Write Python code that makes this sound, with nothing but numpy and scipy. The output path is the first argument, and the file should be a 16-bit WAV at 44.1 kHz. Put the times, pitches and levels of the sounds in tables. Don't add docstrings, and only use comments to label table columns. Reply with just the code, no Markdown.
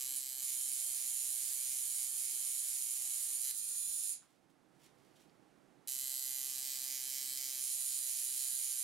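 import sys
import numpy as np
from scipy import signal
from scipy.fft import rfft, irfft, next_fast_len
from scipy.io import wavfile
from scipy.ndimage import uniform_filter1d

SR = 44100
rng = np.random.default_rng(int(sys.argv[2]) if len(sys.argv) > 2 else 0)


def materialize(psi):
    bounded = np.clip(np.atleast_2d(psi).T, -1, 1)
    quanta = np.round(bounded * 32767).astype(np.int16)
    wavfile.write(sys.argv[1], SR, quanta)


N = 389403
TIME = np.arange(N) / SR
PADDED = next_fast_len(N + 4096, real=True)
HZ = np.fft.rfftfreq(PADDED, 1 / SR)

# (on t/s, off t/s)
NEAR_RUNS = [(0, 3.515), (5.874, 8.84)]
# (delay/s, relative level/dB, timing scatter/us,
# delay added under full load/s, level added under full load/dB)
NEAR_IMPACTS = [(0, 13, 3, 0, 1.5), (.00093, -4, 7, 0.00055, -3), (.00284, 3.5, 8, 0.0012, 4.5)]
# (f/Hz, relative level/dB per Hz)
SHADED_RING = [(1000, -51.5), (1700, -32), (2170, -14.5), (2610, -19.5), (2870, -19), (3060, -9),
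               (3330, -16), (4200, -13.5), (5260, -14), (6220, -10.5), (6760, -6.5), (7560, -2),
               (9550, -9.5), (11500, -0.5), (14000, -15.5), (15800, -20)]
OPEN_RING = [(880, -52), (1500, -28), (1720, -17.5), (1830, -27), (1980, -16), (2450, -14), (2800, -18),
             (3020, -8), (3650, -11), (3930, -2), (4150, .5), (4450, -2), (5100, -6.5), (5560, -11.5),
             (6000, -7), (6900, -3), (7700, 1), (8150, -7.5), (9200, -1.5), (9700, -2.5), (10700, -1.5),
             (11700, 2), (13000, -2), (14000, -14), (15800, -16)]
LOADED_RING = [(880, -60.5), (1500, -34), (1700, -18), (1830, -25), (2080, -9), (2380, -8), (2870, -15),
               (3050, -2.5), (3360, -8.5), (3680, -7.5), (4050, -2.5), (4520, -1.5), (5350, 0),
               (5780, -4.5), (6510, -1), (7040, -1), (7450, 2), (8170, -4), (9100, 0), (10500, -4),
               (11800, -3), (13000, 0.5), (13800, -7), (14800, -6.5), (15800, -7.5)]
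# (multiple of the strike rate, relative level/dB)
NEAR_HUM = [(5, -23), (6, -14.5), (7, -24.5), (8, -22), (9, -15.5), (10, -21), (11, -27), (12, -16.5),
            (13, -16), (15, -14), (16, -22), (17, -11)]
# (f/Hz, level/dB)
NEAR_SIDE = [(800, -13.5), (2400, -2.5), (4400, -2.5), (8000, -5), (11000, -1.5), (14000, -11.5)]
# (f/Hz, T60/s)
STUDIO_DECAY = [(1000, 0.42), (5000, 0.26), (10000, 0.19), (16000, 0.048)]
STROKE_RISE_HZ = 1.7


def near_machine(hum_db=-58, hum_waver_db=2.2, close_db=-5.5, hand_sway_per_s=1.7, close_t60=0.008,
                 close_low_db=-6, room_db=-9, sway_per_s=0.6):
    rate_hz, level_db, turned, pressed, depth = grip()
    push = depth * strokes()
    turns = np.cumsum(rate_hz + STROKE_RISE_HZ * push) / SR
    load = pressed + push
    drive = strikes(turns, NEAR_RUNS, NEAR_IMPACTS, uneven_db=1.0, rattle=0.55, rattle_s=0.0023, load=load)

    turned, pressed = np.clip(turned, 0, 1), np.clip(load, 0, 1)
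    free = (1 - turned) * ring(drive, SHADED_RING) + turned * ring(drive, OPEN_RING)
    loaded = ring(drive, LOADED_RING)
    buzz = gain_of(level_db) * ((1 - pressed) * free + pressed * loaded)

    hum = np.zeros(N)
    for multiple, db in NEAR_HUM:
        amplitude = gain_of(hum_db + db + hum_waver_db * drift(per_s=9))
        hum += amplitude * np.sin(2 * np.pi * (multiple * turns + rng.random()))
    hum = hum * uniform_filter1d(held(NEAR_RUNS), size=200)

    scattered = shaped(buzz, [(3000, close_low_db), (8000, 0.028)])
    close = shifting_echoes(scattered, [(1000, close_t60), (16000, close_t60)], .0001, hand_sway_per_s)
    room = shifting_echoes(buzz, STUDIO_DECAY, 0.0038, sway_per_s)
    return placed(buzz + hum + gain_of(close_db) * close + gain_of(room_db) * room, NEAR_SIDE)


# (from t/s, strike rate before strokes f/Hz, level/dB,
# turn from shaded to open 0-1, needle pressed into the skin 0-1, swing of that pressure in a stroke 0-1)
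GRIPS = [(0, 131, -37, 0.4, 0.2, 0.15), (.45, 131.1, -37.7, 0.16, 0.18, 0.23),
         (2.1, 131.1, -39, 0.07, 0.15, 0.22), (3.43, 131.2, -34, 1, 0.05, 0.06),
         (5.7, 131.5, -37, 0.88, 0.12, 0.07), (6.499, 131.4, -39.3, 0.76, 0.79, 0.29),
         (7.64, 131.5, -37, 0.66, 0.39, 0.23)]
SHIFT_S = 0.048


def grip():
    rows = np.array(GRIPS)
    moved = np.clip((TIME - rows[1:, :1]) / SHIFT_S + .5, 0, 1)
    return rows[0, 1:, None] + np.diff(rows[:, 1:], axis=0).T @ moved


STROKES_PER_S, STROKE_UNEVEN = 4.04, 0.0757


def strokes():
    return np.cos(2 * np.pi * (STROKES_PER_S * TIME + STROKE_UNEVEN * drift(STROKES_PER_S)))


def strikes(turns, runs, impacts, uneven_db, rattle, rattle_s, load=0, first_swing=0.52, build_s=0.0017,
            size=12):
    at, since = strike_times(turns, runs)
    swing = 1 - (1 - first_swing) * np.exp(-since / build_s)
    load = np.interp(at, TIME, load * np.ones(N))
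    clicks, energy = np.zeros(N), 0
    for delay, db, scatter_us, load_s, load_db in impacts:
        slip, force = rng.standard_normal((2, len(at)))
        place = (at + delay + load_s * load + scatter_us * slip / 10 ** 6) * SR
        index = place.astype(int)[:, None] + np.arange(-size, size + 1)
        offset = index - place[:, None]
        strength = swing * gain_of(db + load_db * load + uneven_db * force)
        pulse = np.sinc(offset) * np.sinc(offset / (size + 1)) * strength[:, None]
        clicks += np.bincount(np.clip(index, 0, N - 1).ravel(), pulse.ravel(), N)
        energy += gain_of(db) ** 2
    keep = np.exp(-1 / (rattle_s * SR))
    trail = np.sqrt(signal.lfilter([1 - keep], [1, -keep], clicks ** 2) + 1e-20)
    fizz = signal.lfilter([1, -.6], [1], rng.standard_normal(N))
    scale = np.sqrt(N / turns[-1] / energy / (1 + rattle ** 2))
    return (clicks + rattle * trail * fizz) * scale


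def strike_times(turns, runs):
    rows = []
    for on, off in runs:
        first, last = np.interp([on, off], TIME, turns)
        at = np.interp(np.arange(first, last), turns, TIME)
        rows.append([at, at - on])
    return np.hstack(rows)


def held(runs):
    return sum((TIME >= on) & (TIME < off) for on, off in runs) * 1.


ROUND_TRIPS = [.00018, .00031]


def ring(x, points, spread_s=0.001004, bounce=0.64, size=4096):
    hz = np.fft.fftfreq(size, 1 / SR)
    log_gain = np.log(gain_of(read(points, abs(hz))))
    lag = 4 * np.pi * spread_s * np.sign(hz) * np.sqrt(2000 * abs(hz))
    spectrum = np.exp(np.conj(signal.hilbert(log_gain)) - 1j * lag)
    bounce = np.clip(bounce, 0, .85)
    for trip in ROUND_TRIPS:
        echo = np.exp(-2j * np.pi * hz * trip)
        spectrum = spectrum * (echo - bounce) / (1 - bounce * echo)
    response = np.fft.ifft(spectrum).real[:size // 2]
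    return signal.oaconvolve(x, response / np.linalg.norm(response))[:N]


def shifting_echoes(x, decay, gap_s, turns_per_s, count=3):
    angle = np.pi * (turns_per_s * TIME + rng.random() + np.arange(count)[:, None] / count)
    fades = np.cos(angle) ** 2
    fades = fades / np.linalg.norm(fades, axis=0)
    return sum(reflections(x * fade, decay, gap_s) for fade in fades)


def reflections(x, decay, gap_s, alike=0.37, size=128):
    alike = np.clip(alike, 0, 1)
    common, *own = rng.choice([-1., 1.], (3, SR // 4))
    echoes = np.sqrt(alike) * common + np.sqrt(1 - alike) * np.array(own)
    hz, t, z = signal.stft(echoes, SR, nperseg=size)
    fading = gain_of(-60 * t / read(decay, hz)[:, None])
    tail = signal.istft(z * fading, SR, nperseg=size)[1]
    tail = tail * np.clip(np.arange(tail.shape[1]) / SR / gap_s - 1, 0, 1)
    tail = tail / np.linalg.norm(tail, axis=1, keepdims=True)
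    return signal.oaconvolve(x[None], tail, axes=1)[:, :N]


# (on t/s, off t/s)
FAR_RUNS = [(.15, 0.17), (.415, 4.135), (7.59, 8.84)]
# (delay/s, relative level/dB, timing scatter/us,
# delay added under full load/s, level added under full load/dB)
FAR_IMPACTS = [(0, 3.3, 27.2, 0, 0), (.0012, 13.4, 64.7, 0, 0)]
# (f/Hz, relative level/dB per Hz)
FAR_RING = [(1500, -51), (2050, -35), (2400, -29), (2900, -28.5), (3350, -25.5), (3900, -20.5), (5900, -20),
            (6500, -12.5), (6980, -5), (7850, -14.5), (8700, -10.5), (9550, 1), (10400, -6.5),
            (12300, -12.5), (13600, -22.5), (15700, -22)]
# (f/Hz, level/dB)
FAR_SIDE = [(2400, -5.5), (4400, -8.5), (9000, -4), (12000, -8.5), (14000, -37)]
FAR_HZ, FAR_SAG_HZ_PER_S, FAR_DB = 107.56, .35, -34.5


def far_machine(direct_db=-7, close_db=-6, close_t60=0.044, room_db=0, waver_hz=.4, sway_per_s=1.5,
                rush_db=-72):
    waver = waver_hz * drift(per_s=18)
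    turns = np.cumsum(FAR_HZ - FAR_SAG_HZ_PER_S * running_s(FAR_RUNS) + waver) / SR
    drive = strikes(turns, FAR_RUNS, FAR_IMPACTS, uneven_db=2.0, rattle=0.49, rattle_s=0.00072)
    buzz = gain_of(FAR_DB) * ring(drive, FAR_RING)
    rush_shape = [(300, -11.5), (550, -3), (1200, 1.0), (1900, 2.5), (3000, -5), (7000, -30)]
    rush = shaped(rng.standard_normal(N), rush_shape)
    buzz = buzz + gain_of(rush_db) * evened(rush) * held(FAR_RUNS)
    close = shifting_echoes(buzz, [(1000, close_t60), (16000, close_t60)], 0.00018, sway_per_s)
    room = shifting_echoes(buzz, STUDIO_DECAY, 0.0023, sway_per_s)
    return placed(gain_of(direct_db) * buzz + gain_of(close_db) * close + gain_of(room_db) * room, FAR_SIDE)


def running_s(runs):
    return sum((TIME - on) * held([(on, off)]) for on, off in runs)


# (f/Hz, relative level/dB per Hz)
PAPER = [(880, -44), (1500, -17), (1870, -10), (2810, -8), (3030, -5), (3600, -7.5), (10300, -10.5),
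         (15000, -18)]


def towel(grain_db=3.5, snag_db=3.0, room_db=-4, left_db=-5):
    grains = rng.standard_normal(N) * gain_of(grain_db * np.minimum(rng.exponential(1, N), 5))
    snagging = gain_of(snag_db * drift(per_s=140))
    rub = evened(shaped(grains, PAPER) * snagging) * wiping()
    room = reflections(rub, STUDIO_DECAY, gap_s=0.0016)
    return (rub + gain_of(room_db) * room) * gain_of([[left_db], [0]])


# (loudest moment t/s, level before echoes/dB, swell/s, fade/s)
WIPES = [(4.24, -68.5, 0.088, 0.19), (4.505, -71.5, .015, 0.027), (4.79, -77, 0.12, 0.099),
         (4.858, -63.5, 0.051, 0.025), (5, -76, 0.09, .25), (5.16, -70, .018, .025),
         (5.21, -70, 0.028, .06)]
WIPE_EDGE_DB = -14


def wiping():
    power = np.zeros(N)
    for peak_s, db, swell, fade in WIPES:
        away = np.maximum((peak_s - TIME) / swell, (TIME - peak_s) / fade)
        power += gain_of(db + WIPE_EDGE_DB * away) ** 2
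    return power ** .5


# (t/s, level before decay/dB, f/Hz, decay time constant/s)
TOUCHES = [(4.22, -64.5, 1240, 0.043), (5.155, -73, 3710, .015), (5.195, -68, 3800, .003),
           (5.296, -66, 3970, .003)]


def touches():
    out = np.zeros(N)
    for s, db, hz, ring_s in TOUCHES:
        t = np.arange(SR // 5) / SR
        band = signal.butter(2, [hz * .75, hz * 1.3], "band", fs=SR, output="sos")
        noise = evened(signal.sosfilt(band, rng.standard_normal(len(t))))
        out[round(s * SR):][:len(t)] += gain_of(db) * noise * np.exp(-t / ring_s)
    return out


# (f/Hz, relative level/dB per Hz)
AIR = [(25, -25), (52, -15), (97, -22), (120, -7), (170, -4.5), (225, -6.5), (310, -2.5), (420, -9.5),
       (650, -11.5), (790, -10), (950, -15), (1500, -18), (3000, -26), (11000, -33), (15000, -45)]
# (f/Hz, share of power common to both 0-1)
AIR_SAME = [(50, 0.3), (150, 0.41), (300, 0.47), (600, 0.21), (2000, 0.85)]
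# (f/Hz, level/dB)
AIR_SIDE = [(60, -18), (150, -17), (380, -16), (950, -10.5), (2380, -9.5), (5980, -2.5), (15000, -12)]


def room_air(level_db=-69):
    common, *own = rng.standard_normal((3, N))
    same = np.clip(read(AIR_SAME, HZ), 0, 1)
    noise = filtered(common, np.sqrt(same)) + filtered(np.array(own), np.sqrt(1 - same))
    pair = placed(shaped(noise, AIR), AIR_SIDE)
    return gain_of(level_db) * pair / np.std(pair.mean(0))


def room_tone(hz=772, level_db=-83, waver_hz=6, waver_db=3, right_db=-10):
    turns = np.cumsum(hz + waver_hz * drift(per_s=30)) / SR
    amplitude = gain_of(level_db + waver_db * drift(per_s=7))
    return amplitude * np.sin(2 * np.pi * turns) * gain_of([[0], [right_db]])


def gain_of(db):
    return 10 ** (np.asarray(db) / 20)


def evened(x):
    return x / np.sqrt(np.mean(x ** 2) + 1e-20)


def drift(per_s):
    values = rng.standard_normal(SR)
    return np.interp(TIME * per_s, np.arange(len(values)), values)


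def read(points, hz):
    f, value = np.transpose(points)
    return np.interp(np.log(hz + 1), np.log(f + 1), value)


def filtered(x, gain):
    return irfft(rfft(x, PADDED) * gain, PADDED)[..., :N]


def shaped(x, points):
    return filtered(x, gain_of(read(points, HZ)))


def placed(pair, side):
    ratio = gain_of(read(side, HZ))
    return filtered(pair, np.array([ratio, np.ones_like(ratio)]) * 2 / (1 + ratio))


def scene():
    return near_machine() + far_machine() + towel() + touches() + room_air() + room_tone()


def record(dry, threshold_db=-43, squeeze=0.62, recovery_db_per_s=14.5, edge_hz=15800):
    power_db = 10 * np.log10(abs(uniform_filter1d(dry.mean(0) ** 2, size=1000)) + 1e-12)
    fall = TIME * recovery_db_per_s
    held_db = np.maximum.accumulate(power_db + fall) - fall
    over_db = np.maximum(held_db - threshold_db, 0)
    ducked = dry / gain_of(squeeze * uniform_filter1d(over_db, size=200))
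    low_pass = signal.firwin(511, edge_hz, window=("kaiser", 9), fs=SR)
    return signal.oaconvolve(ducked, low_pass[None], "same")


dry = scene()
out = record(dry)
materialize(out)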